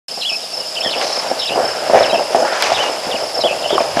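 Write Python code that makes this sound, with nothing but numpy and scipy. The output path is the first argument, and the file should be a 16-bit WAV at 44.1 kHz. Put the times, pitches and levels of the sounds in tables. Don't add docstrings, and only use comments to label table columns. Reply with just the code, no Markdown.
import sys
import numpy as np
from scipy import signal
from scipy.fft import rfft, irfft
from scipy.io import wavfile

SR = 44100
rng = np.random.default_rng(int(sys.argv[2]) if len(sys.argv) > 2 else 0)


def transcribe(signal):
    frames = np.atleast_2d(signal).T
    limited = np.clip(frames, -1, 1)
    pcm = np.round(limited * 32767).astype(np.int16)
    wavfile.write(sys.argv[1], SR, pcm)


N = 176400

# (frequency [Hz], relative level [dB])
GROUND_TONE = [(20,-54),(50,-40),(80,-34),(150,-25.5),(300,-14),(450,-6),(630,2.5),(800,-5),(1100,-18),(1600,-19.5),(2500,-37.5),(5000,-57),(14000,-52)]
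CHIRP_TOP_HZ, CHIRP_GAP_S = 5385, 0.0313


def amp(db):
    return 10 ** (np.asarray(db) / 20)


def unit(x):
    return x / np.sqrt(np.mean(x ** 2) + 1e-20)


def add(mix, start, sound):
    part = mix[max(0, round(start * SR)):][:len(sound)]
    part += sound[:len(part)]


def fader(points):
    return amp(np.interp(np.arange(N) / SR, *np.transpose(points)))


def colour(x, points):
    hz, db = np.transpose(points)
    log_hz = np.log(abs(np.fft.fftfreq(4096, 1 / SR)) + 1)
    log_gain = np.log(amp(np.interp(log_hz, np.log(hz), db)))
    taps = np.fft.ifft(np.exp(np.conj(signal.hilbert(log_gain)))).real[:2048]
    return signal.oaconvolve(x, taps / np.linalg.norm(taps))[:len(x)]


def drift(rate_hz):
    rolloff = 1 + (np.fft.rfftfreq(N, 1 / SR) / rate_hz) ** 4
    return unit(irfft(rfft(rng.standard_normal(N)) / rolloff, N))


def grains(per_s, spread_db):
    size = amp(spread_db * np.minimum(rng.exponential(1, N), 4))
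    return unit(size * rng.choice([-1, 1], N) * (rng.random(N) < per_s / SR))


def decay(t, t60):
    return np.exp(-np.log(1000) * t / t60)


def echoes(x, t60, wet_db):
    t = np.arange(SR // 2) / SR
    taps = rng.standard_normal(len(t)) * (rng.random(len(t)) < 1 / 20) * decay(t, t60) * (t > 0.004)
    return x + amp(wet_db) * signal.oaconvolve(x, taps / np.linalg.norm(taps))[:N]


def whistle(hz, fade_s=0.0024):
    t = np.arange(len(hz)) / SR
    gate = np.sin(np.pi / 2 * np.minimum(np.minimum(t, t[-1] - t) / fade_s, 1))
    return np.sqrt(2) * gate * np.sin(2 * np.pi * np.cumsum(hz) / SR)


def knocks(thud_ratio=0.39, rubble_db=-11.5, rubble_rise_s=0.0019):
    # (time [s], level [dB], pitch [Hz], relative thud [dB], settling time [s])
    blows = [(0.175,-17.5,714,-8,0.3),(.317,-18.5,660,-9.5,0.057),(.578,-17,520,-11,0.048),(.606,-20.5,553,-12,0.08),(0.836,-12,660,-18,0.15),(.861,-10,605,-4,0.083),(1.013,-10.5,600,-16,.07),(1.175,-10.5,590,-18,0.09),
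             (1.3145,-1.5,650,-14,0.074),(1.507,-12,584,-4,0.14),(1.5585,-4,710,-12,0.032),(1.576,-1,677,-24,0.14),(1.596,-8.5,720,-17.5,0.13),(1.629,-8,634,-23,0.098),
             (1.898,0.5,621,-13,0.18),(1.934,3,588,-16,0.11),(1.945,2,670,-17,0.11),(1.957,0,753,-19,0.088),(1.974,-1,615,-16,0.047),(2.0075,2.5,556,-24,0.093),
             (2.130,-1.5,620,-12,0.11),(2.145,-3,656,-20,0.11),(2.195,-5.5,763,-13,0.086),(2.347,2.5,704,-13,0.3),(2.4,-7,567,-24,0.12),(2.421,-8,560,-30,0.2),(2.45,-7,830,-22,0.051),(2.524,-7.5,645,-24,0.037),(2.7185,-1,693,-30,0.064),
             (3.07,-17.5,620,4.5,0.11),(3.142,-9,680,-3,0.15),(3.391,-7,673,-30,0.035),(3.438,-2.5,584,-21,0.061),(3.446,-4,527,-16,.09),(3.457,-6,628,-16,0.25),(3.51,-8.5,546,-31,0.22),
             (3.659,-10,640,-18,0.088),(3.706,-2.5,623,-26,0.039),(3.729,-2,400,-31,0.04),(3.754,-7.5,390,-23,0.055),(3.7805,-2,760,-14,0.07),(3.8055,-2,648,-12,0.1),(3.97,-2,673,-4.5,0.041)]
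    t = np.arange(SR // 2) / SR
    bend = 1 + 0.16 * np.exp(-t / 0.0015)
    attack = 1 - np.exp(-t / 0.00035)
    stir_attack = 1 - np.exp(-t / rubble_rise_s)
    hits, stir = np.zeros((2, N))
    for start, db, hz, thud_db, settle in blows:
        phase = 2 * np.pi * np.cumsum(hz * bend) / SR
        ring = np.sin(phase) * decay(t, t60=0.032)
        thud = amp(thud_db) * np.sin(thud_ratio * phase) * decay(t, t60=0.019)
        add(hits, start, amp(db) * (ring - thud) * attack)
        add(stir, start, amp(db + rubble_db) * decay(t, settle) * stir_attack)
    hits = signal.lfilter(*signal.butter(1, 110, "high", fs=SR), hits)
    debris = colour(stir * grains(per_s=1500, spread_db=1.5), GROUND_TONE)
    return echoes(hits + debris, t60=0.17, wet_db=-8)


def clacks():
    # (time [s], level [dB], pitch [Hz])
    strikes = [(1.9338,-7,1350),(3.706,-12,1250),(3.7805,4,1100),(3.803,-13,2400),(3.97,-8,1700)]
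    t, out = np.arange(SR // 20) / SR, np.zeros(N)
    for start, db, hz in strikes:
        attack = np.minimum(t * hz, 1)
        add(out, start, amp(db) * np.sin(2 * np.pi * hz * t) * decay(t, t60=0.016) * attack)
    return out


def rubble():
    # (time [s], level [dB])
    shifting = [(0,-40.5),(.5,-35),(.62,-30),(.95,-25.5),(1.25,-20.5),(1.47,-28.5),(1.6,-16),(1.85,-23.5),(1.96,-17),(2.08,-15),(2.3,-21),(2.42,-22),(2.8,-22),(3.0,-22),(3.2,-19.5),(3.37,-27.5),(3.6,-27.5),(3.84,-18.5),(3.94,-24.5),(4,-13)]
    stones = grains(per_s=1100, spread_db=1)
    clumps = unit(amp(3.13 * drift(rate_hz=13.3)))
    return colour(stones * fader(shifting) * clumps, GROUND_TONE)


def rumble():
    # (time [s], level [dB])
    swells = [(0,-72),(.7,-69),(1.45,-55),(1.58,-44.5),(1.85,-50),(1.96,-44),(2.1,-46),(2.36,-56),(2.6,-62),(2.75,-38.5),(2.9,-61),(3.15,-48),(3.35,-48.5),(3.75,-52),(3.92,-44),(4,-35)]
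    # (frequency [Hz], relative level [dB])
    low_tone = [(20,-12),(45,-36),(78,10),(100,4),(150,7.5),(250,-13),(500,-47),(14000,-87)]
    return colour(grains(per_s=1200, spread_db=2.5) * fader(swells), low_tone)


def plants():
    # (time [s], level [dB])
    brushing = [(0,-63),(.99,-29.5),(1.02,-20),(1.1,-27),(1.3,-27),(1.47,-34),(1.6,-28),(1.86,-28.5),(1.97,-19.5),(2.1,-27),(2.3,-32),(2.36,-22.5),(2.43,-33),(2.47,-25),(2.64,-20.5),(2.82,-20),(2.95,-29),(3.2,-28),(3.35,-31.5),(3.65,-31),(3.82,-26),(3.95,-31.5),(4,-17.5)]
    # (frequency [Hz], relative level [dB])
    leaf_tone = [(60,-36),(300,-9.5),(800,14),(1500,4),(2500,4.5),(4000,-2.5),(6000,-2),(8000,-14.5),(14000,-56)]
    crackle = grains(per_s=3000, spread_db=-1.5)
    clumps = unit(amp(2 * drift(rate_hz=48)))
    return colour(crackle * fader(brushing) * clumps, leaf_tone)


def scrapes(half_width=0.19):
    # (time [s], length [s], level [dB], band centre [Hz])
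    strokes = [(1.02,0.25,-25,4900),(1.56,0.4,-29.5,1460),(1.95,0.15,-23,1980),(2.352,0.16,-34,6300),(2.432,0.31,-25,1530),(2.63,0.065,-24,5170)]
    out, grit = np.zeros(N), grains(per_s=6000, spread_db=5.5)
    for start, length, db, hz in strokes:
        progress = np.arange(0, length, 1 / SR) / length
        band = signal.butter(2, [hz * (1 - half_width), hz * (1 + half_width)], "band", fs=SR)
        texture = np.roll(unit(signal.lfilter(*band, grit)), -round(start * SR))[:len(progress)]
        envelope = np.minimum(progress / 0.054, 1) * np.sqrt(1 - progress)
        add(out, start, amp(db) * texture * envelope)
    return out


def twigs(crack_t60=0.0025, split_at_s=2.6235, split_db=-6):
    # (time [s], crack level [dB], tail level [dB])
    snaps = [(1.014,-22,-19),(2.024,-20,-25),(2.535,-14,-30),(2.575,-8,-27),(2.6238,0,-13.5)]
    # (frequency [Hz], relative level [dB])
    wood_tone = [(100,-34),(700,16),(1500,27),(4000,21.5),(5300,25),(7000,-16),(14000,-16)]
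    t = np.arange(SR // 4) / SR
    force, tick = np.zeros((2, N))
    for start, crack_db, tail_db in snaps:
        add(force, start, amp(crack_db) * decay(t, crack_t60) + amp(tail_db) * decay(t, t60=0.087))
    add(tick, split_at_s, amp(split_db) * decay(t, 2 * crack_t60))
    return colour(force * rng.standard_normal(N), wood_tone) + tick * rng.standard_normal(N)


def songbird(flutter_hz=168.8, roughness_db=1.4):
    # (time [s], length [s], first pitch [Hz], middle pitch [Hz], last pitch [Hz],
    # level [dB], buzz depth [Hz])
    notes = [(0.208,0.038,4000,4050,4060,-24.5,150),(0.211,0.028,3800,3080,2550,-24.5,100),(0.247,0.055,2690,3424,2540,-20,30),(0.304,0.054,2595,2550,2620,-26.5,112),
             (.428,0.022,4030,3720,3520,-36,30),(.595,0.054,2900,2910,2810,-39,30),
             (0.751,0.013,4260,3190,2600,-27,30),(.765,0.025,2530,3105,2480,-21,30),(0.809,0.035,2280,3220,3440,-25.5,200),(.845,0.054,3450,3210,2990,-23,100),(.846,0.033,1860,1850,1690,-28,60),
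             (0.898,0.017,3330,3720,4600,-27,100),(0.912,0.041,4440,3074,2530,-22.5,247),(0.94,0.054,2610,2880,3540,-30.5,200),
             (1.39,0.066,4100,3610,3300,-26,253),(1.416,0.085,3074,2900,2556,-29,120),(1.471,0.025,3050,3970,2870,-21.5,50),(1.488,0.051,2700,2725,2970,-25.5,150),
             (2.027,0.032,4360,3170,2640,-23.5,40),(2.097,0.017,3860,3860,3860,-22.5,30),(2.094,0.024,3050,2650,2600,-25,30.2),(2.117,0.04,2940,3240,2740,-26,40),(2.141,0.052,2710,2617,2730,-25,100),
             (2.631,0.022,3430,2935,2450,-23.5,40),(2.741,0.038,3540,3555,2460,-21.5,200),(2.786,0.046,2570,3060,2750,-21.5,50),(2.831,0.058,2900,2834,2930,-27,60),
             (3.111,0.029,3920,3030,2770,-24,40),(3.154,0.015,3020,2770,2290,-22.5,40),
             (3.402,0.027,4190,4070,3720,-25,150),(3.436,0.046,2850,3420,2690,-19.5,30),(3.483,0.052,2566,2620,2660,-24,130),
             (3.623,0.017,4460,3410,2690,-30.5,60),(3.64,0.026,2600,3030,2620,-23,30),(3.69,0.036,2900,3320,3380,-25,200),(3.724,0.039,3440,3244,2940,-23.5,170)]
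    out, waver = np.zeros(N), drift(rate_hz=290)
    for start, length, first, middle, last, db, depth_hz in notes:
        t = np.arange(0, length, 1 / SR)
        arch_hz = np.polyval(np.polyfit([0, 0.5, 1], [first, middle, last], 2), t / length)
        jitter = np.roll(waver, -round(start * SR))[:len(t)]
        flutter = np.sin(2 * np.pi * flutter_hz * t) + 0.45 * jitter
        add(out, start, amp(db) * whistle(arch_hz + depth_hz * flutter))
    return echoes(out * amp(roughness_db * drift(rate_hz=180)), t60=0.12, wet_db=-8)


def chirp(top_hz, fall_hz=444, length_s=0.0212):
    progress = np.linspace(0, 1, round(length_s * SR))
    return whistle(top_hz - fall_hz * progress ** 2, fade_s=length_s / 2)


def near_insects():
    # (time [s], level [dB])
    calls = [(0.292,-18),(.533,-20.5),(.802,-19.5),(1.122,-19.5),(1.392,-19.5),(1.644,-21),(1.993,-21.5),(2.138,-26),(2.229,-31),(2.384,-28.5),(2.69,-27.5),(2.912,-30),(3.169,-26.5),(3.343,-18.5),(3.751,-27.5)]
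    out = np.zeros(N)
    for start, db in calls:
        for beat in range(3):
            add(out, start + beat * CHIRP_GAP_S, amp(db) * chirp(CHIRP_TOP_HZ))
    return echoes(out, t60=0.11, wet_db=-19)


def insect_chorus(voices=3, chirps=150, level_db=-28, fade_db_per_s=1.5, swell_db=3.5):
    out = np.zeros(N)
    for rank, (offset, pace) in zip(np.linspace(0, 1, voices), rng.random((voices, 2))):
        voice = np.zeros(N)
        gap = CHIRP_GAP_S * (1 + 0.2 * (pace - 0.5))
        top_hz = CHIRP_TOP_HZ - 520 * rank
        for beat, (late, sharp) in enumerate(rng.standard_normal((chirps, 2))):
            add(voice, (offset + beat) * gap + 0.003 * late, chirp(top_hz + 80 * sharp))
        out += voice * amp(-5 * rank + swell_db * drift(rate_hz=13))
    fade = amp(level_db - fade_db_per_s * np.arange(N) / SR)
    return fade * unit(echoes(out, t60=0.11, wet_db=-3))


def far_birds(count=70, note_s=0.0277, level_db=-43):
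    out, sweep = np.zeros(N), np.linspace(1, -1, round(note_s * SR))
    for when, pitch, glide, size in rng.random((count, 4)):
        centre_hz = 2700 + 650 * pitch ** 2
        bend = 1 + sweep * 0.1 * (glide - 0.35)
        add(out, when * N / SR, amp(2 * size) * whistle(centre_hz * bend))
    return amp(level_db) * unit(echoes(out, t60=0.59, wet_db=-1.5))


def hiss_and_whine(hiss_db=-30.5, waver_db=2.8, waver_rad=1.1):
    # (frequency [Hz], relative level [dB])
    hiss_tone = [(20,-29),(80,-18),(115,-8),(160,7),(350,0.5),(650,11.5),(1200,6),(2000,2),(2900,9),(4000,6.5),(5000,16.5),(6000,5.5),(7000,2.5),(9000,-1.5),(11000,-4),(13500,-13.5)]
    # (frequency [Hz], level [dB])
    whine_tones = [(6708,-53),(7091,-47.5),(7123,-50),(7228,-54),(7440,-51),(7530,-49.5),(7860,-51)]
    t, whine = np.arange(N) / SR, np.zeros(N)
    for hz, db in whine_tones:
        gain = amp(db + waver_db * drift(rate_hz=3.5))
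        whine += gain * np.sin(2 * np.pi * hz * t + waver_rad * drift(rate_hz=18))
    return amp(hiss_db) * colour(rng.standard_normal(N), hiss_tone) + whine


def mains_sizzle(mains_hz=49.83, spark_width_s=0.00037, level_db=-41):
    # (time into the cycle [s], relative level [dB])
    sparks = [(.0027,0),(.0040,3.5),(0.0117,2),(0.0141,3.5)]
    # (frequency [Hz], relative level [dB])
    fizz_tone = [(100,-48),(5500,-36),(7500,-9),(9300,1),(10500,-1.5),(11800,-11),(14000,-10)]
    cycle_time = np.arange(N) / SR % (1 / mains_hz)
    gate = sum(amp(db) * np.exp(-0.5 * ((cycle_time - at) / spark_width_s) ** 2) for at, db in sparks)
    return amp(level_db) * unit(colour(gate * rng.standard_normal(N), fizz_tone))


def scene():
    scramble = knocks() + clacks() + rubble() + rumble() + plants() + scrapes() + twigs()
    wildlife = songbird() + far_birds() + near_insects() + insect_chorus()
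    return (scramble + wildlife + hiss_and_whine() + mains_sizzle())[None]


def record(dry):
    open_s, cutoff_hz = 0.083, 13600
    clipped = np.clip(dry, -1, 1) * (np.arange(N) / SR >= open_s)
    lowpass = signal.firwin(601, cutoff_hz, window=("kaiser", 8), fs=SR)
    return signal.oaconvolve(clipped, lowpass[None], "same")


dry = scene()
out = record(dry)
transcribe(out)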